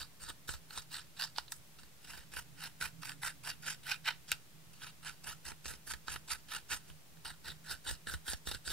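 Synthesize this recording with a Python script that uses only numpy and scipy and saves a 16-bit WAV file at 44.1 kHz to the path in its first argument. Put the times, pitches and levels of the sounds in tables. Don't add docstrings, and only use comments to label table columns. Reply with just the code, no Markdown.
import sys
import numpy as np
from scipy import signal
from scipy.io import wavfile
from scipy.ndimage import uniform_filter1d

SR = 44100
rng = np.random.default_rng(int(sys.argv[2]) if len(sys.argv) > 2 else 0)


def pcm_store(signal):
    levels = np.round(np.clip(np.atleast_2d(signal), -1, 1) * 32767)
    wavfile.write(sys.argv[1], SR, levels.astype(np.int16).T)


N = 384552
T = np.arange(N) / SR


def gain_of(db):
    return 10 ** (np.asarray(db) / 20)


def evened(x):
    return x / np.sqrt(np.mean(x ** 2) + 1e-20)


def read(points, hz):
    f, value = np.transpose(points)
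    return np.interp(np.log(hz + 1), np.log(f + 1), value)


def add(mix, start_s, sound):
    part = mix[round(start_s * SR):][:len(sound)]
    part += sound[:len(part)]


def ring(x, hz, width):
    r = np.exp(-np.pi * width / SR)
    pole = r * np.exp(2j * np.pi * hz / SR)
    two_poles = np.convolve([1, -pole], [1, -pole])
    return 2 * (1 - r) ** 2 * signal.lfilter([1], two_poles, x)


def drift(rate_hz):
    b, a = signal.butter(2, rate_hz, fs=SR / 64)
    slow = evened(signal.lfilter(b, a, rng.standard_normal(N // 64 + 1)))
    return np.interp(np.arange(N) / 64, np.arange(len(slow)), slow)


def crack(rise_s, t60_s, crumbs_db):
    t = np.arange(900) / SR
    burst = gain_of(-60 * t / t60_s)
    crumbs = gain_of(crumbs_db - 60 * t / 0.048)
    return rng.standard_normal(len(t)) * (1 - np.exp(-t / rise_s)) * (burst + crumbs)


# f/Hz, relative density level/dB per Hz
HISS_SPECTRUM = [(25, -30), (45, -22.5), (70, -7.5), (100, -18), (160, -9), (240, -12.5), (500, -17),
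                 (1000, -19), (3000, -19.5), (15700, -24)]
# f/Hz, left-right level/dB
HISS_BALANCE = [(60, -24.5), (240, -2), (950, -0.5), (3770, 0), (15000, 0.5)]
# f/Hz, correlation (-1 to 1)
HISS_LIKENESS = [(60, -0.38), (380, 0.4), (2380, 0.12), (15000, -0.069)]
HISS_DB = -60.5


def hiss():
    frames, hz = N // 512 + 5, np.fft.rfftfreq(2048, 1 / SR)
    a, b, c, d = rng.standard_normal((frames, 1025, 4)).T
    left, separate = a + 1j * b, c + 1j * d
    same = np.clip(read(HISS_LIKENESS, hz), -1, 1)[:, None]
    right = same * left + np.sqrt(1 - same ** 2) * separate
    level_db = read(HISS_SPECTRUM, hz) + np.outer([.5, -.5], read(HISS_BALANCE, hz))
    spectra = np.array([left, right]) * gain_of(level_db)[:, :, None]
    sound = signal.istft(spectra, nperseg=2048, noverlap=1536)[1][:, :N]
    return gain_of(HISS_DB) * evened(sound)


# f/Hz, width of each pole/Hz, level/dB before swell and capsule gains
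HUM_TONES = [(128, 21, -69), (157.7, 11.5, -64.5), (205.6, 13, -77.5), (282.4, 14, -79.5)]
# t/s, level/dB
HUM_SWELL = [(0.3, -2.5), (1.2, -0.5), (1.9, -5), (3.0, 5), (4.4, 0), (5.5, -1.5), (7.5, -2)]


def hum():
    out = np.zeros((2, N))
    swell_db = np.interp(T, *np.transpose(HUM_SWELL))
    for hz, width, db in HUM_TONES:
        near, other = (evened(ring(rng.standard_normal(N), hz, width).real) for _ in range(2))
        capsules = np.array([0.2 * near + .5 * other, 1.39 * near])
        out += gain_of(db + swell_db + drift(1.0)) * capsules
    return out


# start t/s, move to the second pressure t/s, hold t/s (1 ms is added to move and hold),
# landing pressure level/dB, second pressure level/dB,
# scratch of the tip level/dB, hollow ring of the palette level/dB, push into the table level/dB
STROKES = [(0.001, 0.02, 0.0034, -44.5, -45, -12, -3, -0.5),
           (0.198, 0.089, 0.004, -59.5, -49.5, -8.5, 2, 5), (0.471, 0.01, 0.065, -72, -44.5, -8, -2, 3.5),
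           (0.696, 0.089, 0.0028, -60.5, -44, -9.5, -2, -1.5),
           (0.908, 0.052, 0.031, -55.5, -40, -14.5, -4, -10),
           (1.169, 0.059, 0.0085, -51.5, -35.5, -15.5, -2.5, -22),
           (1.357, 0.022, 0.004, -54, -45.5, -14, -6.5, -21.5),
           (1.524, 0.0035, 0.05, -54, -74.5, 9, 2, -16), (1.792, 0.008, 0.072, -57, -67, -9, 2.5, 4),
           (2.008, 0.1, 0.12, -69, -51, -6, -1, 1), (2.321, 0.051, 0.02, -57, -47, -4, -2, 1),
           (2.565, 0.066, 0.037, -67, -45, -6.5, 0.5, -4), (2.806, 0.044, 0.0075, -48, -43.5, -4, 1, -0.5),
           (3.017, 0.05, 0.035, -57, -45.5, -4.5, -1, -8), (3.227, 0.051, 0.005, -48.5, -42, -3, 1, -6),
           (3.438, 0.056, 0.0043, -51, -40.5, -6.5, -2, -8),
           (3.617, 0.056, 0.041, -60.5, -41, -5.5, -1.5, -8),
           (3.837, 0.077, 0.0076, -55.5, -35.5, -10, -6, -16),
           (4.048, 0.027, 0.017, -46, -31, -14.5, -4.5, -46),
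           (4.282, 0.034, 0.007, -48.5, -42.5, -11, -8, -14),
           (4.734, 0.081, 0.073, -61.5, -65, -9.5, -10, 1.5),
           (4.806, 0.012, 0.071, -68, -48.5, -11.5, -3.5, -3),
           (5.027, 0.033, 0.04, -60, -42, -11.5, -4, -6), (5.237, 0.045, 0.035, -55, -45.5, -7, -2, 0),
           (5.45, 0.041, 0.013, -48, -47, -7, -1, 3), (5.647, 0.044, 0.047, -51.5, -49.5, -5, -3, 6),
           (5.871, 0.019, 0.031, -49.5, -45.5, -4.5, -1, 1), (6.071, 0.048, 0.022, -54.5, -45, -6, -0.5, 3),
           (6.281, 0.03, 0.02, -52.5, -38, -6.5, -3, -5.5),
           (6.487, 0.047, 0.033, -53.5, -39, -10, -6, -7.5),
           (6.692, 0.025, 0.028, -53.5, -36.5, -7, -4, -2),
           (6.825, 0.066, 0.004, -84, -58.5, -7.5, -4.5, 8),
           (7.249, 0.045, 0.01, -47.5, -47, -10.5, 0.5, -3),
           (7.445, 0.033, 0.029, -50.5, -44.5, -9.5, -2.5, 4.5),
           (7.642, 0.069, 0.021, -61, -41.5, -8, -1, 0.5), (7.843, 0.036, 0.033, -59, -38, -7, -4.5, 3.5),
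           (8.069, 0.068, 0.004, -45.5, -49.5, -5, -0.5, 6.5),
           (8.252, 0.031, 0.046, -58, -43, -4.5, -3, 3.5), (8.457, 0.033, 0.062, -56.5, -45, -4.5, -3.5, 5),
           (8.652, 0.063, 0.082, -50, -39.5, -5, -5, 2)]
LAND_DB_PER_S, SAG_DB_PER_S, LIFT_DB_PER_S = 2000, 105, 538


def pressure():
    press = np.zeros(N)
    for start, move, hold, landing_db, second_db, *_ in STROKES:
        second = start + move + 1e-3
        lift = second + hold + 1e-3
        eased_db = second_db - SAG_DB_PER_S * hold
        times = [start - 1, start, second, lift, lift + 1]
        levels = [landing_db - LAND_DB_PER_S, landing_db, second_db, eased_db, eased_db - LIFT_DB_PER_S]
        near = slice(max(round((start - .05) * SR), 0), round((lift + .2) * SR))
        press[near] += gain_of(np.interp(T[near], times, levels))
    r = np.exp(-1 / (0.15 * SR))
    return press + gain_of(-27.5) * signal.lfilter([1 - r], [1, -r], press)


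def grip(order):
    rows = np.array(STROKES)
    row = np.searchsorted(rows[1:, 0] - .02, T)
    return gain_of(rows[row, order - 3])


def grit(per_s, spread_db, clump_db, clump_hz):
    size = gain_of(spread_db * np.minimum(rng.exponential(1, N), 4))
    grains = size * (rng.random(N) < per_s / SR) * rng.standard_normal(N)
    return evened(grains * gain_of(clump_db * drift(clump_hz)))


def scrape(press):
    fine = grit(per_s=11000, spread_db=2.0, clump_db=3.0, clump_hz=51)
    coarse = grit(per_s=500, spread_db=2.0, clump_db=2.0, clump_hz=40)
    coarse = signal.oaconvolve(coarse, crack(rise_s=.0001, t60_s=0.0075, crumbs_db=-48))[:N]
    return press * (fine + gain_of(-6.0) * evened(coarse))


# f/Hz, width of each pole/Hz, left-right level/dB, left lead/rad,
# level/dB when struck from pan 1, 2, 3, 4
PALETTE_MODES = [(923, 338, -11, 0.69, 4, 6.5, 7, 4.5), (1313, 204, -4.5, 0.22, 10, 7.5, 11.5, 6.5),
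                 (1500, 277, -4, 0.091, 8.5, 15, 14, 15), (1766, 230, -12, 0.2, 8, 8, 10, 9),
                 (1933, 237, 7, 0.46, 0, 8.5, 5, 7.5), (2430, 590, -10, 0.3, -5, 1.5, 0, -8.5),
                 (2784, 270, 4.5, 0.71, 2.5, 6.5, 5.5, 3), (3056, 333, -6, 0.41, 1, 3.5, 4, 3),
                 (3778, 535, 0, 0.09, 6.5, 4.5, 4.5, 8), (4430, 870, -9.5, 0.74, 3, -3, -2.5, 0),
                 (5590, 1030, 4, 1, -9.5, -6, -25.5, -7.5)]
TIP_MODES = [(6300, 4000, -1.8, 2.23, 9.8, 6, 9.5, 6), (8580, 1320, 4, 1.1, 13.2, 8, 9.5, 11.5),
             (9910, 2700, -8.5, 1.6, 3.2, 3.5, 6, 3.5), (13800, 15700, 2.5, 2.15, 2.7, -3, -3.5, -1.5)]
PAN_CHANGES = [1.95, 4.6, 7.05]
HOLLOW_HZ = 2100


def modes(force, table, hollow):
    pan, out = np.searchsorted(PAN_CHANGES, T), np.zeros((2, N))
    for k, (hz, width, side_db, lead, *pan_db) in enumerate(table):
        drive = force * gain_of(pan_db)[pan] * gain_of(2.62 * drift(14.4))
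        if hz < HOLLOW_HZ:
            drive = drive * hollow
        z = (-1) ** k * ring(drive, hz, width)
        out[0] += gain_of(side_db / 2) * (z * np.exp(1j * lead)).real
        out[1] += gain_of(-side_db / 2) * z.real
    small_plate = signal.butter(1, 500, "high", fs=SR, output="sos")
    return signal.sosfilt(small_plate, out)


LIGHT_TOUCH_DB = -56


def hollow_ring(press):
    touch = (press + gain_of(-67)) / (press + gain_of(LIGHT_TOUCH_DB))
    return grip(order=1) * np.sqrt(touch)


# f/Hz, width of each pole/Hz, level/dB before the right gain
TABLE_MODES = [(66.6, 24.5, -11), (83, 78, -4), (443, 510, -5.5)]


def table_thud(body):
    load = grip(order=2) * abs(body)
    held = uniform_filter1d(load, size=800)
    push = load + held * drift(155)
    left = push + 0.59 * held * drift(150)
    feet = np.array([left, push])
    z = sum(gain_of(db) * ring(feet, hz, width) for hz, width, db in TABLE_MODES)
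    return np.array([(z[0] * np.exp(2.4j)).real, gain_of(6.5) * z[1].real])


def tray(x):
    t = np.arange(9000) / SR
    shape = (3, 2, len(t))
    tails = rng.standard_normal(shape) * (rng.random(shape) < .15) * (t > .0004)
    tails *= gain_of(-60 * t / np.array([.02, .02, .2])[:, None, None])
    tails *= gain_of([-4.0, -4.0, -16.0])[:, None, None] / np.linalg.norm(tails, axis=2, keepdims=True)
    b, a = signal.butter(1, 3500, "high", fs=SR)
    tails[:2] = signal.lfilter(b, a, tails[:2])
    turn = 2 * np.pi * 1.7 * T + 1.35 * drift(2.8)
    feeds = [np.cos(turn), np.sin(turn), 1]
    return x + sum(signal.oaconvolve(x * f, tail, axes=1)[:, :N] for f, tail in zip(feeds, tails))


# t/s, force level/dB
CHIPS = [(0.3004, -31), (0.4898, -25.5), (0.5377, -33.5), (0.706, -36.5), (0.775, -30.5), (0.9416, -28),
         (1.361, -34), (1.4803, -43), (1.7859, -46.5), (1.8321, -43.5), (2.0445, -44.5), (2.081, -47),
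         (2.1759, -37), (2.3353, -38.5), (2.3666, -31), (2.8107, -27), (3.031, -35), (3.2316, -28.5),
         (3.273, -30), (3.485, -53), (3.6687, -34), (2.133, -39), (3.117, -36), (4.817, -40.5),
         (5.517, -36), (5.656, -32.5), (5.737, -36.5), (5.874, -33), (5.9355, -27.5), (6.0808, -30),
         (6.1585, -29), (6.3038, -28.5), (6.7036, -41), (6.899, -42), (7.170, -49), (7.253, -37),
         (7.7176, -49), (7.864, -34.5), (8.0699, -31), (8.1374, -28.5), (8.2797, -29), (8.333, -25.5),
         (8.4713, -28), (8.5462, -31.5), (8.6759, -29)]


def breaking_chips():
    force = np.zeros(N)
    for s, db in CHIPS:
        add(force, s, gain_of(db) * crack(rise_s=0.00032, t60_s=0.006, crumbs_db=-10.0))
    return force


# t/s, force level/dB, brightness of the bare snap level/dB
TAPS = [(1.3832, -3.5, -19), (1.5205, -15, 5), (4.0785, -9, -21), (4.3173, -2.5, -3)]


def hard_taps():
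    force, snap = np.zeros(N), np.zeros(N)
    for s, db, bright_db in TAPS:
        tap = gain_of(db) * crack(rise_s=.00005, t60_s=0.0011, crumbs_db=-29.0)
        add(force, s, tap)
        add(snap, s, gain_of(bright_db) * tap)
    return force, ring(snap, hz=7000, width=6500).real


def scene():
    press = pressure()
    scraping, chips = scrape(press), breaking_chips()
    taps, snap = hard_taps()
    tip = grip(order=0) * (scraping + gain_of(-8.0) * chips)
    body = scraping + chips + taps
    palette = modes(body, PALETTE_MODES, hollow_ring(press))
    return hiss() + hum() + tray(palette + modes(tip, TIP_MODES, 1) + snap) + table_thud(body)


EDGE_HZ, OFFSET = 15780, -.0009


def record(dry):
    band_limit = signal.firwin(1023, EDGE_HZ, window=("kaiser", 9), fs=SR)
    thin = signal.sosfilt(signal.butter(4, 46, "high", fs=SR, output="sos"), dry)
    return signal.oaconvolve(thin, band_limit[None], "same") + OFFSET


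dry = scene()
out = record(dry)
pcm_store(out)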